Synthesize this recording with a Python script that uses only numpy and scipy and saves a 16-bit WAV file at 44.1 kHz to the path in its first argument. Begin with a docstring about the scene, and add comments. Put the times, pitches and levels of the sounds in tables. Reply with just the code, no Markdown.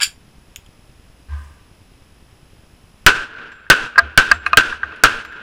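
"""A pistol fires five shots under the wooden roof of a snowy outdoor range. First its slide clacks shut, a
catch clicks, the bench is bumped and sleeves rustle. Each blast rings and overloads a camera on the bench; the
shelter and the far trees echo it. Spent cases knock on the bench and tinkle on the floor. The shots make the
camera turn everything down, even its own hiss and whine and the steady ticking."""
import sys
import numpy as np
from scipy import signal
from scipy.fft import rfft, irfft, next_fast_len
from scipy.io import wavfile
from scipy.ndimage import uniform_filter1d, map_coordinates

SR = 44100
rng = np.random.default_rng(int(sys.argv[2]) if len(sys.argv) > 2 else 0)


def store_pcm(level_fs):
    """Save levels as 16-bit WAV."""
    pcm = np.round(np.clip(level_fs, -1, 1) * 32767).astype(np.int16)
    wavfile.write(sys.argv[1], SR, np.atleast_2d(pcm).T)


N = 239011
TIME = np.arange(N) / SR


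def amp(db):
    """Turn decibels (dB) into a gain."""
    return 10 ** (np.asarray(db) / 20)


def unit(x):
    """Scale a sound to an average (rms) level of 1."""
    return x / np.sqrt(np.mean(x ** 2) + 1e-20)


def along(points, hz):
    """Read between (Hz, value) points on a log scale of pitch."""
    pitches, values = np.transpose(points)
    return np.interp(np.log(hz + 1), np.log(pitches + 1), values)


def filtered(x, response):
    """Multiply each frequency f in a sound by response(f)."""
    size = next_fast_len(len(x) + SR // 4)
    return irfft(rfft(x, size) * response(np.fft.rfftfreq(size, 1 / SR)), size)[:len(x)]


def resonances(table, f):
    """The response of an object that rings at the (Hz, width, dB) peaks given."""
    return sum(amp(db) * 1j * f * width / (hz * hz - f * f + 1j * f * width) for hz, width, db in table)


def noise(spectrum, size):
    """Noise of level 1, coloured by (Hz, dB) points."""
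    return unit(filtered(rng.standard_normal(size), lambda f: amp(along(spectrum, f))))


def wobble(size, rate):
    """A smooth curve through `rate` random values a second."""
    return map_coordinates(rng.standard_normal(int(size * rate / SR) + 4), [np.arange(size) * rate / SR])


def fade(t, t60):
    """A gain that holds until time 0, then falls 60 dB every t60 seconds."""
    return amp(-60 * np.maximum(t, 0) / t60)


def add(track, start, sound):
    """Mix a sound into the track, `start` seconds in."""
    part = track[max(round(start * SR), 0):][:len(sound)]
    part += sound[:len(part)]


# The colour of the hiss. Each row: frequency in Hz, level in dB.
HISS = [(20, -3.5), (60, 0.5), (130, -6), (250, -11.5), (500, -17.5), (1000, -20.5), (2200, -24.5),
        (3000, -23), (4400, -30.5), (7500, -33.5), (11500, -38.5), (15000, -39.5)]
# Thin, steady tones. Each row: pitch in Hz, average level in dB.
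WHINE = [(2589, -72.5), (10643, -86), (10691, -69), (13189, -86.5)]
def background():
    """Quiet air and hiss; the camera's electronics whine and chirp, and a faint tick repeats about ten times a
    second."""
    whine = sum(amp(db) * np.sqrt(2) * np.sin(2 * np.pi * hz * TIME) for hz, db in WHINE)
    chirps = np.zeros(N)
    for hz, db, lag in [(5020, -59.5, 0), (5490, -63, 0.32)]:
        pulse = np.cos(np.pi * (48 * TIME - lag)) ** 8  # the tones take turns, 48 times a second
        chirps += amp(db) * pulse * np.sin(2 * np.pi * hz * TIME + 2 * wobble(N, rate=99))
    tick_gap_s = .1024
    from_tick = (TIME - .0765 + tick_gap_s / 2) % tick_gap_s - tick_gap_s / 2
    ticks = -amp(-34) * np.exp(-np.abs(from_tick) / .0012)
    hiss = amp(-49.5) * filtered(noise(HISS, N), lambda f: f < 15300)
    return hiss + whine + chirps + ticks


def steel_snaps(contacts, body, echo_db, echo_t60, dull_hz):
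    """Steel parts meet: a gritty burst rings the part and echoes off the roof."""
    out, t = np.zeros(N), TIME[:SR // 2]
    # small parts give off no bass, and the highest treble is soft
    band = lambda f: f ** 4 / (f ** 4 + 1300 ** 4) / (1 + (f / dull_hz) ** 8)
    for start, db, t60, tilt_db in contacts:
        colour = lambda f: resonances(body, f) * amp(tilt_db * np.log2(f + 1)) * band(f)
        grit = unit(filtered(rng.standard_normal(len(t)), colour))
        echo = amp(echo_db) * fade(t, echo_t60) * (1 - np.exp(-t / 0.0029))
        add(out, start, amp(db) * grit * np.hypot(fade(t, t60), echo))
    return out


# The slide's hits. Each row: start in seconds, level in dB, fade time in seconds,
# brightness in dB per octave.
SLIDE_HITS = [(.0025, -19, 0.039, -11.5), (.0112, -16, 0.081, -5), (.0195, -7.5, 0.033, -4),
              (.0305, -7, 0.064, -1.5)]
# How the slide rings. 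Each row: pitch in Hz, width in Hz, level in dB.
SLIDE_TONES = [(1664, 84, 1), (2430, 210, -4), (2680, 110, -2.5), (3200, 430, -0.5), (3860, 140, -8.5),
               (4640, 210, 4), (5060, 130, -4.5), (7100, 230, 4.5), (8270, 380, -10.5), (9450, 220, -6),
               (13200, 1100, -24.5)]
def slide():
    """The pistol's slide runs forward and slams shut."""
    return steel_snaps(SLIDE_HITS, SLIDE_TONES, echo_db=-11, echo_t60=0.17, dull_hz=14140)


# The catch's hits. Each row: start in seconds, level in dB, fade time in seconds,
# brightness in dB per octave.
CATCH_HITS = [(.5603, -21, 0.014, -2.5), (.5668, -40, .03, 7), (.6625, -45.5, 0.025, -5)]
# How the catch rings. Each row: pitch in Hz, width in Hz, level in dB.
CATCH_TONES = [(2730, 270, -6), (3160, 340, 3), (5130, 700, -6.5), (6780, 270, 3.5), (7100, 60, -6),
               (8550, 450, -21), (11000, 500, -12), (13400, 1000, -6)]
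def catch():
    """A small steel catch clicks on the pistol."""
    return steel_snaps(CATCH_HITS, CATCH_TONES, echo_db=-20, echo_t60=0.14, dull_hz=15000)


SWAY_HZ, SWAY_T60 = 72.5, 0.44  # the bench's lowest note and its fade time in seconds
# How loose boards rattle. Each row: pitch in Hz, width in Hz, level in dB.
BOARD_TONES = [(1040, 50, 9), (1190, 60, 8.5), (1555, 93, 7.5), (1620, 33, -6)]
def bench_bump():
    """The bench sways more while it is pushed, then settles; loose boards buzz along."""
    start, push_s = 1.286, .05
    t = TIME - start
    growth_db = 14.5 * np.minimum(t / push_s - 1, 0)
    level = (t > 0) * amp(-19 + growth_db) * fade(t - push_s, SWAY_T60)
    sway = -np.sin(2 * np.pi * SWAY_HZ * t)
    colour = lambda f: resonances(BOARD_TONES, f) / np.sqrt(1 + (f / 7000) ** 4)
    boards = unit(filtered(rng.standard_normal(N), colour))
    buzz = amp(-33.5) * level ** 0.49  # fades about half as fast as the sway
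    return level * sway + buzz * boards * (1 + 0.18 * sway)


# The colour of rubbing cloth. Each row: frequency in Hz, level in dB.
CLOTH = [(2000, -20), (6000, -4), (8500, -1), (11000, -8), (15000, -14)]
def sleeve_rustle():
    """Jacket sleeves brush faintly as the pistol is raised."""
    middle_s, spread_s = 1.426, 0.075
    stroke = np.exp(-.5 * ((TIME - middle_s) / spread_s) ** 2)
    return amp(-62.5 + 2.8 * wobble(N, rate=120)) * stroke * noise(CLOTH, N)


# The hollow ring of shelter and camera housing. Each row: pitch in Hz, width in Hz, level in dB.
HOLLOW_TONES = [(162, 3.5, -3), (237.5, 8.7, 8), (319, 14, 9), (443, 96, 6.5), (597, 30, -0.5),
                (885, 8.9, -8.5), (1026, 43, 2.5), (1230, 64, -3.5), (1447, 120, 18), (1534.4, 69, 22.5),
                (2530, 400, 3.5)]
def reflections(spectrum, size, air_db):
    """Many echoes blur into hollow noise; the air takes about air_db per second for each kHz."""
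    # a dip lies just above the housing's ring
    hollow = lambda f: (1 + resonances(HOLLOW_TONES, f)) * (1 - resonances([(1975, 470, -10.5)], f))
    wash = filtered(noise(spectrum, size), hollow)
    steady = wash / np.sqrt(np.abs(uniform_filter1d(wash * wash, size=700)) + 1e-12)
    hz, t, bands = signal.stft(steady, SR, nperseg=256)
    khz = hz[:, None] / 1000
    loss_db = air_db * khz * (1 + (khz / 15) ** 6)  # the highest treble fades fastest
    return signal.istft(bands * amp(-loss_db * t), SR, nperseg=256)[1][:size]


def shelter_echo(t):
    """Echo strength: a blast slaps between bench and roof, then runs on until the roof ends."""
    slap = amp(3) * fade(t, t60=0.14)
    roof = amp(-15) * fade(t, t60=0.87) * fade(t - 0.17, t60=0.29)
    return np.hypot(slap, roof)


def tree_echo(t):
    """Echo strength: the far trees return one broad swell, and the land behind rolls on."""
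    delay_s, spread_s, roll_start_s = 0.33, 0.086, 0.25
    trees = amp(-33.5) * np.exp(-.5 * ((t - delay_s) / spread_s) ** 2)
    roll = amp(-36) * fade(t - roll_start_s, t60=2.64) / (1 + np.exp((roll_start_s - t) / .03))
    return np.hypot(trees, roll)


# The colours of near and far echoes. Each row: frequency in Hz, level in dB.
NEAR_COLOUR = [(20, -3.5), (100, 3), (200, -3.5), (450, -2.5), (1000, -1), (2800, 0), (5000, -7),
               (8000, -13.5), (12000, -25), (16000, -37.5)]
FAR_COLOUR = [(20, 5.5), (190, -1), (450, -4), (1000, -4), (2700, -3.5), (4000, -11), (7000, -24),
              (14000, -43)]
# The shots. Each row: start in seconds, level in dB, shelter echo in dB, low thud in dB.
SHOTS = [(3.064, -0.5, 2, 5.5), (3.7006, -1, 1, -1), (4.1759, -1, 0, 2), (4.5722, -1, 0, -6.5),
         (5.0371, -1.5, 0, -1.5)]
def shots():
    """Each blast cracks, overloads the microphone, rings the camera housing and sets off echoes."""
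    out, t = np.zeros(N), TIME[:SR * 5 // 4]
    crack_colour = [(300, 2.5), (1000, -2), (3000, 5.5), (6000, -7), (15000, -17.5)]
    for start, db, echo_db, thud_db in SHOTS:
        crack = amp(18.5) * fade(t, t60=0.0081) * noise(crack_colour, len(t))
        phase = 2 * np.pi * 1560 * t + .5 * wobble(len(t), rate=560)  # shaken, it rings unevenly
        housing = amp(18.5) * fade(t, t60=0.015) * np.sin(phase) * (1 - np.exp(-t / 0.00089))
        near = amp(echo_db) * shelter_echo(t) * reflections(NEAR_COLOUR, len(t), air_db=2.5)
        far = tree_echo(t) * reflections(FAR_COLOUR, len(t), air_db=1.5)
        thud_age = t / 0.0065  # a brief low thud as the blast overloads the microphone
        thud = amp(thud_db + 2) * (t > 0) * (1 - thud_age) * np.exp(-thud_age)
        thump_age = (t - .128) / 0.011  # a soft, very low thump follows
        thump = amp(-27) * thump_age * np.exp(-thump_age ** 2 / 2)
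        add(out, start, amp(db) * (crack + housing + near + far + thud + thump))
    return out


# How the bench rings. Each row: pitch in Hz, level in dB, ring time as a multiple of the knock's.
BENCH_TONES = [(685, -22, 2.8), (1060, -6.5, 1.16), (1213, 0, 1.2), (1376, -7, 0.9), (1600, 4, 0.71),
               (1810, -16.5, 1.66), (2175, -10, 0.4), (2558, -8.5, 1.05), (2710, -6.5, 0.52),
               (4090, -11.5, 0.25)]
# Cases landing. Each row: start in seconds, level in dB, low-tone boost in dB, high-tone boost in dB.
KNOCKS = [(3.518, -24, -12.5, -16), (3.666, -27.5, -22, -20), (3.9574, -10.5, -11, -9),
          (3.9784, 0, 3.5, -20), (3.9814, 9, -6.5, -43), (3.9892, 6, -7.5, -44), (4.314, 9, -10, -5),
          (4.4632, -3.5, -5, 5.5), (4.531, -5, 8, 10.5), (4.7243, -9.5, -7.5, -22),
          (4.832, -4.5, -10.5, -24), (4.922, -31.5, 9.5, 9), (5.2492, -20.5, -7, -6),
          (5.323, -20, -16, -11)]
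def case_knocks():
    """Spent cases hit the bench; each spot brings out its own tones, and the top sways after."""
    out, t = np.zeros(N), TIME[:SR // 2]
    rebound_s = 0.012  # the other end of the case lands just after
    for start, db, low_db, high_db in KNOCKS:
        t60 = 0.037 * np.exp(0.01 * db)  # harder landings ring a little longer
        spot = [(1215, low_db), (1550, 0), (1800, 0), (2300, high_db)]
        tones = [(hz * rng.normal(1, 0.0098), level + along(spot, hz), life)
                 for hz, level, life in BENCH_TONES]
        ring = sum(amp(level) * fade(t, t60 * life) * np.sin(2 * np.pi * (hz * t + rng.random()))
                   for hz, level, life in tones)
        # the rim chatters on the wood, blurring the same tones
        blurred = [(hz, 130, level) for hz, level, life in tones]
        wood = lambda f: resonances(blurred, f) / (1 + (f / 4200) ** 4)
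        grit = unit(filtered(rng.standard_normal(len(t)), wood))
        rebound = (t > rebound_s) * amp(-28) * fade(t - rebound_s, t60)
        chatter = np.hypot(amp(-11) * fade(t, 0.69 * t60), rebound) * grit
        echo = amp(-34.5) * fade(t, t60=0.44) * reflections(NEAR_COLOUR, len(t), air_db=65.5)
        knock = amp(db) * (ring + chatter + echo) * (1 - np.exp(-t / 0.0017))
        phase = 2 * np.pi * SWAY_HZ * t + 0.92 * wobble(len(t), rate=27)
        sway = amp(-31 + 0.69 * db) * fade(t, SWAY_T60) * np.sin(phase) * (1 - np.exp(-t / 0.0061))
        add(out, start, knock + sway)
    return out


# Brass cases ringing. Each row: start in seconds, pitch in Hz, level in dB.
TINKLES = [(3.518, 7500, -60), (4.314, 7550, -48), (4.461, 10400, -41), (4.959, 10100, -59),
           (5.249, 7250, -58.5), (5.248, 11750, -50), (5.322, 11650, -59)]
def case_tinkles():
    """A brass case ticks on the floor and rings, wavering as it tumbles."""
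    out, t = np.zeros(N), TIME[:SR // 2]
    tick_colour = [(500, -13), (2000, 10), (6000, -7.5), (13000, -27), (15000, -45)]
    for start, hz, db in TINKLES:
        t60 = .42 * (7500 / hz) ** 5.3  # higher notes die much sooner
        phase = 2 * np.pi * hz * t
        ring = np.sin(phase + .5 * wobble(len(t), rate=220)) + amp(-16) * np.sin(phase)
        tumble = amp(2.5 * wobble(len(t), rate=79)) * fade(t, t60)
        tick = amp(15.5) * fade(t, t60=0.08) * noise(tick_colour, len(t))
        add(out, start, amp(db) * (ring * tumble + tick) * (1 - np.exp(-t / 0.0008)))
    return out


def scene():
    """Mix it all; the firing is far louder than the handling before it."""
    firing = amp(10) * (shots() + case_knocks() + case_tinkles())
    handling = slide() + catch() + bench_bump() + sleeve_rustle()
    return (firing + handling + background())[None]


def gain_control(x, depth_db, attack_s, release_s):
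    """Every overload turns the volume down; it creeps back slowly."""
    last_overload = np.maximum.accumulate(np.where(np.abs(x) > 2, TIME, -np.inf))
    held = np.exp((last_overload - TIME) / release_s)
    smoothing = np.exp(-1 / (attack_s * SR))
    return x * amp(-depth_db * signal.lfilter([1 - smoothing], [1, -smoothing], held))


def record(dry):
    """The camera turns itself down, flattens peaks at full scale and cuts the highest treble."""
    ducked = gain_control(dry[0], depth_db=11, attack_s=0.0029, release_s=11)
    clipped = ducked / (1 + np.abs(ducked) ** 12) ** (1 / 12)
    return filtered(clipped, lambda f: 1 / (1 + (f / 16400) ** 80))[None]


dry = scene()
out = record(dry)
store_pcm(out)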